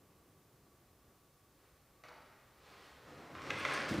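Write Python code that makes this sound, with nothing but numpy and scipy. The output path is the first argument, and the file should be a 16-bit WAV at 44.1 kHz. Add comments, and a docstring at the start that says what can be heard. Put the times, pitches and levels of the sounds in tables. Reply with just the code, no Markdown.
"""A quiet, echoing hall with a wooden floor, the microphone a few metres from a kneeling swordswoman.
Her hands pat onto hilt and scabbard, a sleeve swishes and her wide trousers rustle as she rises.
The blade scrapes and knocks along the hollow wooden scabbard, its tip clicks free and rings faintly,
and a foot lands on the boards. Low room tone and microphone hiss lie underneath."""
import sys
import numpy as np
from scipy import signal
from scipy.fft import rfft, irfft
from scipy.io import wavfile

SR = 44100
rng = np.random.default_rng(int(sys.argv[2]) if len(sys.argv) > 2 else 0)


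def wrap_up_sound(samples):
    """Save the sound to the file named by the first command line argument, as 16-bit audio."""
    columns = np.atleast_2d(samples).T
    # keep every value between -1 and 1, then stretch to whole-number steps
    tamed = np.clip(columns, -1, 1)
    steps = np.round(tamed * 32767).astype(np.int16)
    wavfile.write(sys.argv[1], SR, steps)


N = 176400
T = np.arange(N) / SR


# blade striking the scabbard: start_s, relative_db, tilt_db_per_octave, direct_db
KNOCKS = [(3.3506, -32.5, -1.5, -3), (3.3815, -42.5, -13, 0.5), (3.418, -49, 12, -3), (3.4623, -47, -10, 0),
          (3.502, -34.5, -1.5, 3), (3.5045, -29.5, 2.5, 5.5), (3.511, -46, -1, -1), (3.5366, -38, 0, -12),
          (3.648, -50, 6, -3), (3.6505, -21.5, -3, 4), (3.657, -30.5, -3.5, 2), (3.7102, -25.5, -3.5, -3.5)]

def blade_knocks():
    """The blade knocks on the wood; less direct sound reaches the microphone when her body shields it."""
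    return scabbard_body(blows(KNOCKS, t60_s=0.017, wet_db=2.5))


# blade sliding on wood: time_s, relative_db
SLIDE = [(3.3, -115), (3.36, -61), (3.41, -66), (3.46, -46), (3.53, -43), (3.6, -37), (3.64, -42),
         (3.69, -40), (3.75, -40), (3.8, -40.5), (3.86, -45), (3.95, -54)]

def blade_scrape():
    """The blade sticks and slips along the scabbard, swelling as it is drawn, then easing off."""
    return scabbard_body(friction(slips_per_s=1300, scatter_db=5) * curve(SLIDE))


# resonances of the scabbard: pitch_hz, width_hz, peak_db
SCABBARD_MODES = [(601, 16, -3), (1072, 96, 1.5), (1520, 363, 0.5), (1684, 174, 3.5), (2040, 250, -4.5),
                  (2470, 530, -1), (3460, 380, -15), (4360, 300, -12.5), (5200, 1000, -28)]
# tone of the wood between them: frequency_hz, gain_db
WOOD_COLOUR = [(60, -15), (250, -11), (450, -9.5), (750, -2), (2000, 0), (3000, -7), (6000, -13),
               (8500, -28), (11000, -44), (15000, -53)]

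def scabbard_body(force):
    """The hollow wooden scabbard resonates, shaken by the blade."""
    modes = [(hz, db + 20 * np.log10(width), np.log(1000) / (np.pi * width))
             for hz, width, db in SCABBARD_MODES]
    return through(force, ringing(modes)) + undb(-5.5) * colour(force, WOOD_COLOUR)


# steel touching the scabbard's mouth: start_s, level_db
TICKS = [(3.577, -63), (3.587, -60), (3.597, -54), (3.649, -57), (3.722, -60), (3.737, -45), (3.803, -59)]
# its bright tone: frequency_hz, gain_db
TICK_COLOUR = [(1000, -40), (4000, -22), (6500, -13), (8000, -9), (8900, 4), (9900, -12), (10700, -20),
               (11700, -12), (13000, -22), (15500, -18)]

def steel_ticks():
    """The steel clicks lightly against the scabbard's mouth on its way out."""
    return colour(bursts(TICKS, t60_s=0.04), TICK_COLOUR)


# modes of the freed blade: pitch_hz, relative_db, t60_s
BLADE_MODES = [(4648, -1, .6), (4672, 0, .6), (4720, -7, .3), (5120, -9, .4), (5755, -5, .3),
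               (6215, -6, .3), (6250, -4, .3), (6310, -5, .3), (7154, -12, .3), (8183, -14, .3),
               (8850, -13, .2), (11750, -19, .2)]

def blade_ring(free_s=3.745, gain_db=-54):
    """The steel rings faintly once its tip is free."""
    t = T - free_s
    return sum(undb(gain_db + db) * fade(t, t60) * np.sin(2 * np.pi * hz * t)
               for hz, db, t60 in BLADE_MODES)


# knees shift, then the foot lands and her weight follows: start_s, relative_db
STEPS = [(3.078, -55), (3.33, -51), (3.362, -46), (3.432, -60), (3.497, -51), (3.883, -36), (3.911, -31.5),
         (3.939, -29), (3.98, -32)]
# modes of the floorboards: pitch_hz, relative_db, t60_s
BOARD_MODES = [(81, -3, 0.15), (133, -0.5, 0.08), (216, 2, 0.087), (269, 4, 0.096), (334, -4, .07),
               (595, -5, 0.094)]
# dull thud of the contact: frequency_hz, gain_db
THUD_COLOUR = [(30, -34), (55, -13), (85, -0.5), (300, 2.5), (550, -9), (1000, -32), (3000, -25.5),
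               (15000, -45)]

def steps():
    """Knees and foot thump the floorboards and set them ringing."""
    force = bursts(STEPS, t60_s=0.053)
    return through(force, ringing(BOARD_MODES)) + undb(-2) * colour(force, THUD_COLOUR)


# hands meeting the sword: start_s, relative_db, tilt_db_per_octave, direct_db
PATS = [(2.0375, -42.5, 1.5, -4.5), (2.0525, -57, -2.5, 4), (2.085, -52.5, 3, 4), (2.089, -54.5, 2, 7.5),
        (2.093, -48.5, -2, -10), (2.106, -48, -4.5, -7)]
# palm on cloth and wood: frequency_hz, gain_db
PAT_COLOUR = [(80, -22), (220, -10), (380, -2), (600, 1), (800, -1), (1150, 1), (2400, -9), (4300, -16),
              (7000, -28), (15000, -45)]

def hand_pats():
    """Soft palms close on hilt and scabbard with dull pats."""
    return colour(blows(PATS, t60_s=0.021, wet_db=1.5), PAT_COLOUR)


# rubbing of sleeve, trousers and sole: time_s, relative_db
SLEEVE = [(1.35, -100), (1.64, -73.5), (1.8, -86), (2.2, -74.5), (2.55, -75.5), (2.66, -61.5), (2.77, -61),
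          (2.88, -62.5), (3.0, -69.5), (3.3, -66.5), (3.45, -56), (3.75, -44), (4, -74)]
TROUSERS = [(2.7, -79), (3.02, -66), (3.085, -54.5), (3.2, -55.5), (3.3, -58), (3.4, -56), (3.5, -42.5),
            (3.58, -53.5), (3.67, -49.5), (3.82, -48), (4, -49.5)]
SOLE = [(3.87, -111), (3.886, -47), (3.915, -55), (3.95, -62), (4, -75)]
# tone of each: frequency_hz, gain_db
SLEEVE_COLOUR = [(100, -15), (400, -0.5), (800, -1.5), (1150, 0), (2000, -4), (3000, -8), (4200, -9.5),
                 (6500, -18), (9000, -22), (15000, -38)]
TROUSER_COLOUR = [(35, -30), (80, -5), (150, -4.5), (260, 1), (420, -2), (600, -2.5), (850, -7), (1300, -7),
                  (2200, -16), (3200, -22), (7000, -29.5), (15000, -54)]
SOLE_COLOUR = [(300, -6), (2000, 1), (4300, 7), (6500, 2.5), (10000, -6), (15000, -15)]

def rustle():
    """Cloth and skin catch and slip as she moves."""
    surfaces = (SLEEVE, SLEEVE_COLOUR), (TROUSERS, TROUSER_COLOUR), (SOLE, SOLE_COLOUR)
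    return sum(colour(friction(slips_per_s=3500, scatter_db=2.5) * curve(levels), tone)
               for levels, tone in surfaces)


# decay of the hall: frequency_hz, t60_s
HALL_DECAY = [(100, 1.48), (400, 1.52), (1200, 1.45), (3000, 1.73), (6000, 1.24), (14000, 0.46)]

def reverb(x, gap_s=0.0037, early_db=-11, early_t60_s=0.05):
    """First reflections from floor and near wall, and a diffuse tail whose treble dies first."""
    t = T[:SR]
    noise = rfft(rng.standard_normal(SR))
    hz = np.arange(SR // 2 + 1)
    octave = np.round(np.log2(np.clip(hz, 64, 16384)))
    tail = sum(irfft(noise * (octave == k), SR) * fade(t - gap_s, on_log(2 ** k, HALL_DECAY))
               for k in np.unique(octave))
    return through(x, tail * (1 + undb(early_db) * fade(t, early_t60_s)))


def hall(x, wet_db):
    """The microphone hears the direct sound plus the hall's answer."""
    return x + undb(wet_db) * reverb(x)


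# low rumble and distant rush: time_s, level_db
RUMBLE = [(0, -70), (1.1, -70), (1.35, -71.5), (2, -69.5), (4, -68.5)]
RUSH = [(0, -70.5), (.6, -75), (1.1, -74.5), (1.4, -97), (2, -90)]
# tone of each: frequency_hz, gain_db
RUMBLE_COLOUR = [(20, -24), (45, -5.5), (70, 0.5), (100, -2), (145, -0.5), (190, -9), (340, -8), (600, -13),
                 (1000, -17), (1400, -21), (2000, -26.5), (6000, -43)]
RUSH_COLOUR = [(50, -9.5), (120, 1), (230, -1), (400, 2.5), (600, -9), (900, -10.5), (1500, -18),
               (3000, -20.5), (8000, -48)]

def room_tone(whine_hz=1140, whine_width_hz=45, whine_db=-81):
    """A low rumble, a distant rush that dies away and a thin, steady whine."""
    rumble, rush, whine = rng.standard_normal((3, N))
    narrow_band = T * np.exp(-np.pi * whine_width_hz * T) * np.sin(2 * np.pi * whine_hz * T)
    return (colour(rumble, RUMBLE_COLOUR) * curve(RUMBLE)
            + colour(rush, RUSH_COLOUR) * curve(RUSH)
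            + undb(whine_db) * through(whine, narrow_band))


# hiss common to both channels: frequency_hz, gain_db
HISS_COLOUR = [(100, 3), (2000, -3), (5000, -3.5), (10000, -5), (15500, -3.5)]

def microphone_hiss(mid_db=-73):
    """The microphone's own steady noise, wider in the treble."""
    mid, side = rng.standard_normal((2, N))
    mid = colour(mid, HISS_COLOUR)
    side = colour(side, [(30, 5), (100, -0.5), (500, -1.5), (2000, -6.5), (6000, 1), (13000, 2)])
    return undb(mid_db) * (mid + undb(-5.5) * np.array([side, -side]))


def blows(rows, t60_s, wet_db):
    """Short contacts, each with its own brightness; shielded ones are heard mostly through the hall."""
    t = T[:4096]
    hz = np.fft.rfftfreq(len(t), 1 / SR)
    octaves = np.log2(np.clip(hz, 800, 6400) / 1600)
    direct, into_hall = np.zeros((2, N + len(t)))
    for start_s, db, tilt, direct_db in rows:
        noise = irfft(rfft(rng.standard_normal(len(t))) * undb(tilt * octaves))
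        force = noise * undb(db) * fade(t, t60_s)
        span = slice(int(start_s * SR), int(start_s * SR) + len(t))
        direct[span] += undb(direct_db) * force
        into_hall[span] += force
    return direct[:N] + undb(wet_db) * reverb(into_hall[:N])


def bursts(rows, t60_s):
    """A short, rough contact for each start_s, level_db row."""
    return rng.standard_normal(N) * sum(undb(db) * fade(T - start_s, t60_s) for start_s, db in rows)


def friction(slips_per_s, scatter_db):
    """Dense tiny slips of uneven size, at rms 1."""
    slips = rng.random(N) < slips_per_s / SR
    direction = np.sign(rng.standard_normal(N))
    size = undb(scatter_db * np.minimum(rng.exponential(size=N), 4))
    force = slips * direction * size
    return force / np.sqrt(np.mean(force ** 2))


def ringing(modes):
    """Response of damped modes to one blow."""
    t = T[:SR]
    return sum((-1) ** k * undb(db) * fade(t, t60) * np.sin(2 * np.pi * hz * t)
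               for k, (hz, db, t60) in enumerate(modes))


def colour(x, rows, size=4096):
    """Causal filter of unit energy, shaped by frequency_hz, gain_db rows."""
    hz = np.arange(size // 2 + 1) * SR / size
    cepstrum = irfft(np.log(undb(on_log(hz, rows))))
    cepstrum[1:size // 2] *= 2  # fold to minimum phase, keeping attacks sharp
    cepstrum[size // 2 + 1:] = 0
    return through(x, irfft(np.exp(rfft(cepstrum))))


def through(x, response):
    """Convolve with a response scaled to unit energy."""
    return signal.fftconvolve(x, response / np.linalg.norm(response))[:N]


def on_log(hz, rows):
    """Read frequency_hz, value rows on a log-frequency axis."""
    row_hz, value = np.array(rows).T
    return np.interp(np.log(np.maximum(hz, 1)), np.log(row_hz), value)


def curve(rows):
    """Gain over time from time_s, level_db rows."""
    return undb(np.interp(T, *np.array(rows).T))


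def fade(t, t60_s):
    """Exponential decay, silent before time zero."""
    return (t >= 0) * np.exp(-np.log(1000) * np.maximum(t, 0) / t60_s)


def undb(db):
    """Decibels to gain."""
    return 10 ** (np.asarray(db) / 20)


def scene():
    """Every movement comes from the middle of the hall, centred in front of the microphone."""
    cloth, hands, knocks, ticks = rustle(), hand_pats(), blade_knocks(), steel_ticks()
    moves = (undb(-3.5) * knocks + undb(-0.5) * hands  # these already carry the hall
             + undb(-2) * hall(cloth, wet_db=0.5)
             + undb(-7) * hall(blade_scrape(), wet_db=-5)
             + hall(ticks, wet_db=-12)
             + hall(blade_ring(), wet_db=-2)
             + undb(-1) * hall(steps(), wet_db=-1))
    return moves + room_tone() + microphone_hiss()


def record(dry):
    """The recorder cuts the highest treble steeply."""
    top_hz = 15550
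    return signal.sosfilt(signal.ellip(12, .1, 70, top_hz, fs=SR, output="sos"), dry)


dry = scene()
out = record(dry)
wrap_up_sound(out)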